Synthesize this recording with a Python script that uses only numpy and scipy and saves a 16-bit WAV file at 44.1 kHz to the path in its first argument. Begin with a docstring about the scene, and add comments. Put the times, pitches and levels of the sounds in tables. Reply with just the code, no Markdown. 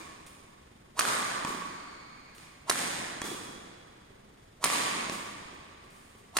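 """Badminton smash practice in a steel-clad hall.

Two microphones stand near the court, the player a little to their right. From afar a feeder lifts
shuttles; close by, the racket swishes, cracks on the cork and its strings ping. Floor and walls slap
back and the big hall rings on. Shoes scuff and squeak, footfalls and echoes thud dully, and spent
shuttles tap the court, over a faint room noise."""
import sys
import numpy as np
from scipy import signal
from scipy.fft import rfft, irfft
from scipy.io import wavfile
from scipy.ndimage import uniform_filter1d

SR = 44100
rng = np.random.default_rng(int(sys.argv[2]) if len(sys.argv) > 2 else 0)


def digitize_waveform(pressure):
    """Quantize a signal to 16-bit integers and store it at the path in sys.argv[1].

    Rows of a 2-D input are taken as channels; values are limited to [-1, 1].
    """
    field = np.atleast_2d(pressure).T
    bounded = np.clip(field, -1, 1)
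    quanta = np.round(bounded * 32767).astype(np.int16)
    wavfile.write(sys.argv[1], SR, quanta)


N = 281799
T = np.arange(SR // 2) / SR   # time within one stroke
LEAD_S = .06   # contact comes this far into a stroke


def from_db(db):
    """Decibels to gain."""
    return 10 ** (np.asarray(db) / 20)


def at_hz(curve, hz):
    """A curve's value, read on a log-frequency axis."""
    freqs, values = np.transpose(curve)
    return np.interp(np.log(hz + 1), np.log(freqs), values)


def add(out, sound, start_s):
    """Mix a sound into both channels from start_s."""
    at = int(round(start_s * SR))
    first, last = max(at, 0), min(at + sound.shape[1], N)
    if last > first:
        out[:, first:last] += sound[:, first - at:last - at]


def coloured(x, spectrum):
    """Causal (minimum-phase) filter with the given spectrum."""
    n = 2 * len(x)
    gain = from_db(at_hz(spectrum, np.fft.rfftfreq(n, 1 / SR)))
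    cepstrum = irfft(np.log(gain))
    cepstrum[1:n // 2] *= 2
    return irfft(rfft(x, n) * np.exp(rfft(cepstrum[:n // 2], n)))[:len(x)]


def lowpass(x, hz):
    """Take off the treble."""
    return signal.sosfilt(signal.butter(2, hz, fs=SR, output="sos"), x)


def highpass(x, hz):
    """Gently thin the bass."""
    return signal.sosfilt(signal.butter(1, hz, "high", fs=SR, output="sos"), x)


def resonance(x, hz, boost_db, q):
    """Lift one broad band."""
    return x + (from_db(boost_db) - 1) * signal.lfilter(*signal.iirpeak(hz, q, fs=SR), x)


def ring(hz, t60):
    """One mode, struck at the moment of contact."""
    t = T - T[round(LEAD_S * SR)]
    return (t >= 0) * np.cos(2 * np.pi * hz * t) * from_db(-60 * np.abs(t) / t60)


def modes(table, pitch_hz):
    """All modes of a struck part."""
    return sum(from_db(db) * ring(ratio * pitch_hz, t60) for ratio, db, t60 in table)


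# diffuse sound at the two microphones: (frequency [Hz], coherence [0-1])
MIC_COHERENCE = [(100, .998), (200, .98), (400, .55), (800, .35), (3000, .35), (9000, .45)]
def diffuse(seconds, gain_at, size=512):
    """Stereo noise; above the bass, the shared part reaches the left channel 0.6 ms later."""
    hz = np.fft.rfftfreq(size, 1 / SR)[:, None]
    t = np.arange(int(seconds * SR * 2 / size) + 3) * size / 2 / SR
    right, independent = rng.standard_normal((2, len(hz), 2 * len(t))).view(complex)
    alike = at_hz(MIC_COHERENCE, hz)
    lag_s = .00059 * hz / np.hypot(hz, 250)
    left = alike * np.exp(-2j * np.pi * hz * lag_s) * right + np.sqrt(1 - alike ** 2) * independent
    return signal.istft(np.array([left, right]) * gain_at(hz, t))[1] * np.sqrt(3 / size)


# the hall's background at the microphones: (frequency [Hz], level [dB])
ROOM_TONE_SPECTRUM = [(20, -46), (50, -43), (100, -43.5), (200, -46), (400, -50.3), (800, -55), (1600, -59),
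                      (3200, -62.8), (5500, -68.7), (9000, -68), (11500, -76), (15000, -79), (16000, -93)]
def room_tone():
    """Faint, steady, mostly low noise all round the microphones."""
    return diffuse(N / SR, lambda hz, t: from_db(at_hz(ROOM_TONE_SPECTRUM, hz)), size=4096)[:, :N]


# the hall's reverberation, heard from the court: (frequency [Hz], level [dB])
HALL_SPECTRUM = [(100, -30.3), (215, -25.1), (330, -29.3), (520, -30.2), (750, -28.4), (1000, -27.7),
                 (1400, -30.3), (2050, -29), (2700, -31.3), (4000, -30), (6000, -30.5), (9000, -29.1),
                 (12000, -30.8), (16000, -33)]
def hall_decay(hz, t, near_t60=2.05, far_t60=4.6):
    """The sound near the court dies first; the far end lingers; air absorbs the treble."""
    air = 1 + (hz / 10500) ** 1.5
    near = from_db(-60 * t * air / near_t60)
    far = from_db(-14.7 - 60 * t * air / far_t60) / np.hypot(1, hz / 4800)
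    return from_db(at_hz(HALL_SPECTRUM, hz)) * np.hypot(near, far)


def hall_tail(x, roof_s, early_db, far_walls_db):
    """The tail swells as the roof's scatter arrives, is fed again by the far walls, then drops."""
    tail = diffuse(2.7, hall_decay)
    t = np.arange(tail.shape[1]) / SR
    gains = from_db([early_db, early_db, 0, far_walls_db, far_walls_db - 1.2])
    swell = np.interp(t, [0, .006, roof_s * .75, roof_s, .38, .56], [0, *gains])
    return signal.fftconvolve(x[None], tail * swell, axes=1)


def echoes(x, paths):
    """Carry a sound along each path to the microphones; ribbed cladding smears it a little."""
    n, response = 2 * len(T), 0
    hz = np.fft.rfftfreq(n, 1 / SR)
    for delay_s, level_db, dull_hz, lag_s, smear_s in paths:
        scatter = rng.standard_normal(len(T)) * (T > 0) + 3 * (T == 0)
        scatter *= np.exp(-np.minimum(T / smear_s, 20))
        surface = rfft(scatter / np.linalg.norm(scatter), n) / (1 + 1j * hz / dull_hz)
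        travel = np.exp(-2j * np.pi * hz * np.array([[delay_s], [delay_s + lag_s]]))
        response = response + from_db(level_db) * travel * surface
    return irfft(rfft(x, n) * response)


def squeak(start_s, pitch_hz, level_db, hold_s, overtones_db):
    """Rubber sticks and slips on the mat: three wavering harmonics that sag and die away."""
    attack_s, release_s, sag_hz_per_s, fade_db_per_s = .04, .6, 70, 8
    t = np.clip(np.arange(N) / SR - start_s, 0, hold_s + release_s)
    pressure = np.clip(np.minimum(t / attack_s, 1 - (t - hold_s) / release_s), 0, 1)
    slip = uniform_filter1d(rng.standard_normal(N), size=60)   # the rubber's grip wavers
    hz = (pitch_hz - sag_hz_per_s * t) * (1 + .42 * slip)
    phase = 2 * np.pi * np.cumsum(hz) / SR
    overtones = .47 * np.sin(2 * phase) + .16 * np.sin(3 * phase)
    tone = .45 * np.sin(phase) + from_db(overtones_db) * overtones
    return pressure * from_db(level_db - fade_db_per_s * t) * tone


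# soles far down the hall: (time [s], pitch [Hz], level [dB], hold [s], overtones [dB])
FAR_SQUEAKS = [(1.6, 2230, -57.5, .42, -.5), (2.05, 2430, -62, .3, -14)]
# a sole's rub on the court mat: (frequency [Hz], level [dB])
SCUFF_SPECTRUM = [(200, -6), (1000, -1), (2600, 1), (5000, -3), (9300, 2), (11000, -5), (15000, -11)]
# soles brushing the mat: (time [s], level [dB], decay [s])
SHOE_SCUFFS = [(-.13, -39.5, .07), (.262, -47.5, .03), (2.346, -53, .035), (2.376, -50, .015),
               (3.25, -41, .075), (5.12, -43, .05), (5.535, -57, .015), (5.838, -60, .02),
               (5.90, -59.5, .22), (6.178, -58, .02)]
# dull low thuds, footfalls and echoes just after the feeder's strokes: (time [s], level [dB], pitch [Hz])
LOW_THUDS = [(.44, -55, 375), (.715, -58, 375), (.875, -58, 375), (1.503, -46, 420), (3.315, -45, 330),
             (3.346, -44.5, 440), (3.414, -45, 460), (4.105, -51, 400), (5.53, -49.5, 375),
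             (5.84, -53, 375), (6.15, -53, 400)]
def shoes_and_thuds():
    """Soles rub on the mat and dull thuds sound, centred; far squeaks arrive only as reverberation."""
    near, t = np.zeros((2, N)), np.arange(SR) / SR
    for s, level_db, decay_s in SHOE_SCUFFS:
        rub = rng.standard_normal(SR) * np.minimum(t / .003, 1) * np.exp(-t / decay_s)
        add(near, from_db(level_db) * coloured(rub, SCUFF_SPECTRUM)[None], s)
    for s, level_db, pitch_hz in LOW_THUDS:
        bass = from_db(-4) * (ring(hz=110, t60=.03) + ring(hz=205, t60=.05))
        thud = lowpass(bass + from_db(4) * ring(pitch_hz, t60=.04), hz=600)
        add(near, from_db(level_db) * thud[None], s - LEAD_S)
    far = sum(squeak(*row) for row in FAR_SQUEAKS)
    tail = hall_tail(from_db(-6) * near[0] + far, roof_s=.05, early_db=-3, far_walls_db=0)
    return near + tail[:, :N]


def cork_knock(hz, boost_db):
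    """The snap of contact, coloured by one broad resonance of the cork."""
    snap = 1. * (np.arange(len(T)) == round(LEAD_S * SR))
    return resonance(snap, hz, boost_db, q=1.7)


def feather_rattle(decay_s, build_s, low_hz):
    """Feathers clatter on the strings for a few milliseconds."""
    t = T - LEAD_S
    clatter = highpass(rng.standard_normal(len(T)), low_hz)
    return clatter * np.exp(-np.maximum(t / decay_s, -t / build_s))


# a light contact, some way off: (frequency [Hz], level [dB])
SOFT_HIT_SPECTRUM = [(30, -36), (70, -16), (170, 3), (320, 6), (650, .5), (1200, .5), (2500, -3),
                     (5000, -2.5), (8000, 0), (11000, -6), (15000, -16)]
def soft_hit(x):
    """The tone of a gently struck shuttle, fullest in the low mids."""
    return coloured(x, SOFT_HIT_SPECTRUM)


# from the feeder's distance, direct and by floor, walls, roof and beams:
# (delay [s], level [dB], dull above [Hz], right microphone's lag [s], smear [s])
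FAR_PATHS = [(0, -.5, 9000, .000035, .00001), (.0011, -2, 2200, .00005, .0002),
             (.0235, -8, 3000, -.0003, .0015), (.032, -8, 700, .0001, .0005),
             (.041, -11, 1500, -.0002, .001), (.056, -10, 2500, .0002, .002),
             (.097, -7, 1200, .00005, .003), (.130, -12, 1200, -.0002, .003),
             (.171, -11, 1400, .0001, .004)]
def from_afar(x):
    """A distant contact reaches the microphones with its first reflections."""
    return echoes(x, FAR_PATHS)


# spent shuttles landing some way off: (time [s], level [dB])
SHUTTLE_DROPS = [(2.3825, -27), (2.400, -32), (4.375, -40)]
def shuttle_drops():
    """A falling shuttle's cork taps the court."""
    out = np.zeros((2, N))
    for s, level_db in SHUTTLE_DROPS:
        tap = from_db(level_db) * soft_hit(cork_knock(hz=2400, boost_db=10))
        add(out, from_afar(tap), s - LEAD_S)
        add(out, hall_tail(tap, roof_s=.03, early_db=-6, far_walls_db=-2), s - LEAD_S)
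    return out


# a string bed's main and higher modes: (ratio to pitch [x], level [dB], t60 [s])
BED_MODES = [(1, 0, .11), (.94, -6, .06), (.87, -10, .06), (1.04, -7, .07), (1.12, -16, .05)]
BED_OVERTONES = [(1.58, -4, .045), (1.97, -2, .04), (2.08, -1, .035), (2.17, -3, .035), (2.6, -8, .04)]
def string_ping(pitch_hz, overtone_db):
    """The strings ring as the shuttle leaves; off-centre hits have stronger overtones."""
    return modes(BED_MODES, pitch_hz) + from_db(overtone_db) * modes(BED_OVERTONES, pitch_hz)


# the feeder's racket, its low thump: (ratio to pitch [x], level [dB], t60 [s])
RACKET_THUMP = [(1, 0, .014), (1.45, -7, .012), (2.1, -5, .012)]
# its frame's ring: (frequency [Hz], level [dB], t60 [s])
RACKET_FRAME = [(3270, -13, .06), (3335, 3, .12), (3395, -3, .08), (3490, -12, .05)]
# strokes far from the microphones: (time [s], crack [dB], cork knock [Hz], knock boost [dB],
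# string pitch [Hz], strings [dB], overtones [dB re strings], frame [dB], thump [Hz], thump [dB re crack])
FEEDER_LIFTS = [(-.26, -9.5, 680, 4, 1100, -35, -3, -70, 380, -22),
                (1.449, -11.5, 560, 2.5, 1125, -29.5, -9, -70, 290, -14),
                (3.2177, -9.5, 820, 7.5, 1150, -41, -2, -43, 380, -14),
                (5.0972, -13, 1800, 2, 1100, -41, -12, -70, 250, -15)]
def lifts():
    """Softer strokes from the distant feeder; an off-centre one sets the frame ringing."""
    out = np.zeros((2, N))
    for (s, crack_db, knock_hz, knock_db, pitch_hz, string_db, overtone_db,
         frame_db, thump_hz, thump_db) in FEEDER_LIFTS:
        thump = from_db(crack_db + thump_db) * lowpass(modes(RACKET_THUMP, thump_hz), hz=650)
        crack = from_db(crack_db) * soft_hit(cork_knock(knock_hz, knock_db))
        rattle = feather_rattle(decay_s=.0015, build_s=.0006, low_hz=1800)
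        feathers = from_db(crack_db - 10) * soft_hit(rattle)
        ping = from_db(string_db) * string_ping(pitch_hz, overtone_db)
        frame = sum(from_db(frame_db + db) * ring(hz, t60) for hz, db, t60 in RACKET_FRAME)
        add(out, from_afar(crack + feathers + ping + thump + frame), s - LEAD_S)
        spread = crack + from_db(-8) * ping + from_db(-5) * frame + from_db(-12) * thump
        tail = hall_tail(spread, roof_s=.028, early_db=-7, far_walls_db=0)
        add(out, from_db(-.3) * tail, s - LEAD_S)
    return out


# a smash at close range: (frequency [Hz], level [dB])
HARD_HIT_SPECTRUM = [(50, -28), (130, -3), (260, 0), (700, 1.5), (1200, 0), (2300, -.5), (3200, -1.5),
                     (4200, -.5), (5400, -3), (6600, -.5), (9200, 1.3), (10800, -4.5), (14500, -12),
                     (16000, -24)]
def hard_hit(x):
    """The tone of a smash, nearly even from bass to high treble."""
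    return coloured(x, HARD_HIT_SPECTRUM)


def swish(top_hz=1090, width_hz=140, rise_s=.021, fall_s=.007):
    """The frame sheds eddies at a pitch that follows its speed; the thin strings hiss."""
    t = T - LEAD_S + .005   # fastest just before contact
    speed = 1 / (1 + (t / np.where(t < 0, rise_s, fall_s)) ** 2 / 2)
    eddies = lowpass(rng.standard_normal((2, len(T))), width_hz)
    phase = 2 * np.pi * np.cumsum(top_hz * speed ** .7) / SR
    tone = (eddies[0] * np.cos(phase) + eddies[1] * np.sin(phase)) / eddies.std()
    hiss = from_db(1.5) * hard_hit(rng.standard_normal(len(T)))
    return tone * speed ** 3.5 + hiss * speed ** 4


def bed_push(half_dwell_s=.00028):
    """The string bed gives way under the cork and springs back: one swing of pressure."""
    t = (T - LEAD_S) / half_dwell_s
    return -t * np.exp(-np.minimum(t * t / 2, 20))


def wall_slaps(x, side_s, side_db, back_db):
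    """Side and back walls return a hollow clack: their thin steel rings and lets the bass through."""
    clack = resonance(highpass(x, hz=280), hz=1420, boost_db=6, q=2)
    side = (side_s, side_db, 2100, .00004, .0007)   # columns as in NEAR_PATHS
    back = (.0595, back_db, 1600, .00004, .0004)
    return echoes(clack, [side, back])


# from the player, direct and by floor, mat, cladding, roof and beams:
# (delay [s], level [dB], dull above [Hz], right microphone's lag [s], smear [s])
NEAR_PATHS = [(0, -.3, 13000, .000033, .00001), (.0031, -2, 15000, -.0002, .00005),
              (.0049, -10, 12000, -.0001, .0016), (.0235, -11, 7000, .0002, .003),
              (.0335, -12, 2000, -.0003, .001), (.093, -10, 4000, -.0004, .003),
              (.115, -12, 4000, .0003, .008), (.139, -13, 3000, -.0004, .008),
              (.174, -13, 3000, .0002, .008)]
# strokes near the microphones: (time [s], crack [dB], cork knock [Hz], knock boost [dB],
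# string pitch [Hz], strings [dB], overtones [dB re strings], push [dB re crack], feathers [dB re crack],
# swish [dB re crack], side wall delay [s], side wall [dB], back wall [dB])
PLAYER_SMASHES = [(-.80, -3, 2300, 4, 1130, -40, -10, -19, -12, -43, .0164, -3, -3),
                  (.9925, 1.2, 1400, 7.5, 1170, -29.5, -18, -17.5, -11, -40, .0168, -2.5, 1.5),
                  (2.6973, .3, 1650, 4.2, 1120, -43, 1.5, -15, -10.5, -43.5, .0151, -4, -4.5),
                  (4.6412, 2.3, 2300, 5, 1150, -27.5, -9.5, -18.5, -9.5, -43, .0162, -2, .5),
                  (6.3688, -1.5, 1350, 6.5, 1160, -36, -18, -15, -9, -43, .0174, -1.5, -3)]
def smashes():
    """Swish, crack, thwack of the loaded strings, rattle and ping; the hall takes up mostly the crack."""
    out = np.zeros((2, N))
    pan_right = from_db([[-.7], [.7]])
    for (s, crack_db, knock_hz, knock_db, pitch_hz, string_db, overtone_db,
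         push_db, feathers_db, swish_db, side_s, side_db, back_db) in PLAYER_SMASHES:
        crack = from_db(crack_db) * hard_hit(cork_knock(knock_hz, knock_db))
        rattle = feather_rattle(decay_s=.0028, build_s=.0005, low_hz=6500)
        feathers = from_db(crack_db + feathers_db) * hard_hit(rattle)
        push = from_db(crack_db + push_db) * bed_push()
        thwack = from_db(crack_db - 26) * ring(1.15 * pitch_hz, t60=.009)
        air = from_db(crack_db + swish_db) * swish()
        ping = from_db(string_db) * string_ping(pitch_hz, overtone_db)
        stroke = push + air - crack - thwack - feathers
        near = echoes(stroke - ping, NEAR_PATHS)
        walls = wall_slaps(stroke - from_db(-8) * ping, side_s, side_db, back_db)
        add(out, (near + walls) * pan_right, s - LEAD_S)
        spread = crack + from_db(-22) * push + from_db(-7) * ping
        tail = hall_tail(spread, roof_s=.085, early_db=-4, far_walls_db=4)
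        add(out, from_db(.2) * tail, s - LEAD_S)
    return out


def scene():
    """The hall's steady noise under the play, which is a little louder in the right microphone."""
    room = room_tone()
    play = smashes() + lifts() + shuttle_drops() + shoes_and_thuds()
    return room + play * from_db([[-.8], [.8]])


def record(dry):
    """The highest peaks are rounded, the top is cut."""
    cutoff_hz = 15800
    return signal.sosfilt(signal.ellip(10, .2, 80, cutoff_hz, fs=SR, output="sos"), np.tanh(dry))


dry = scene()
out = record(dry)
digitize_waveform(out)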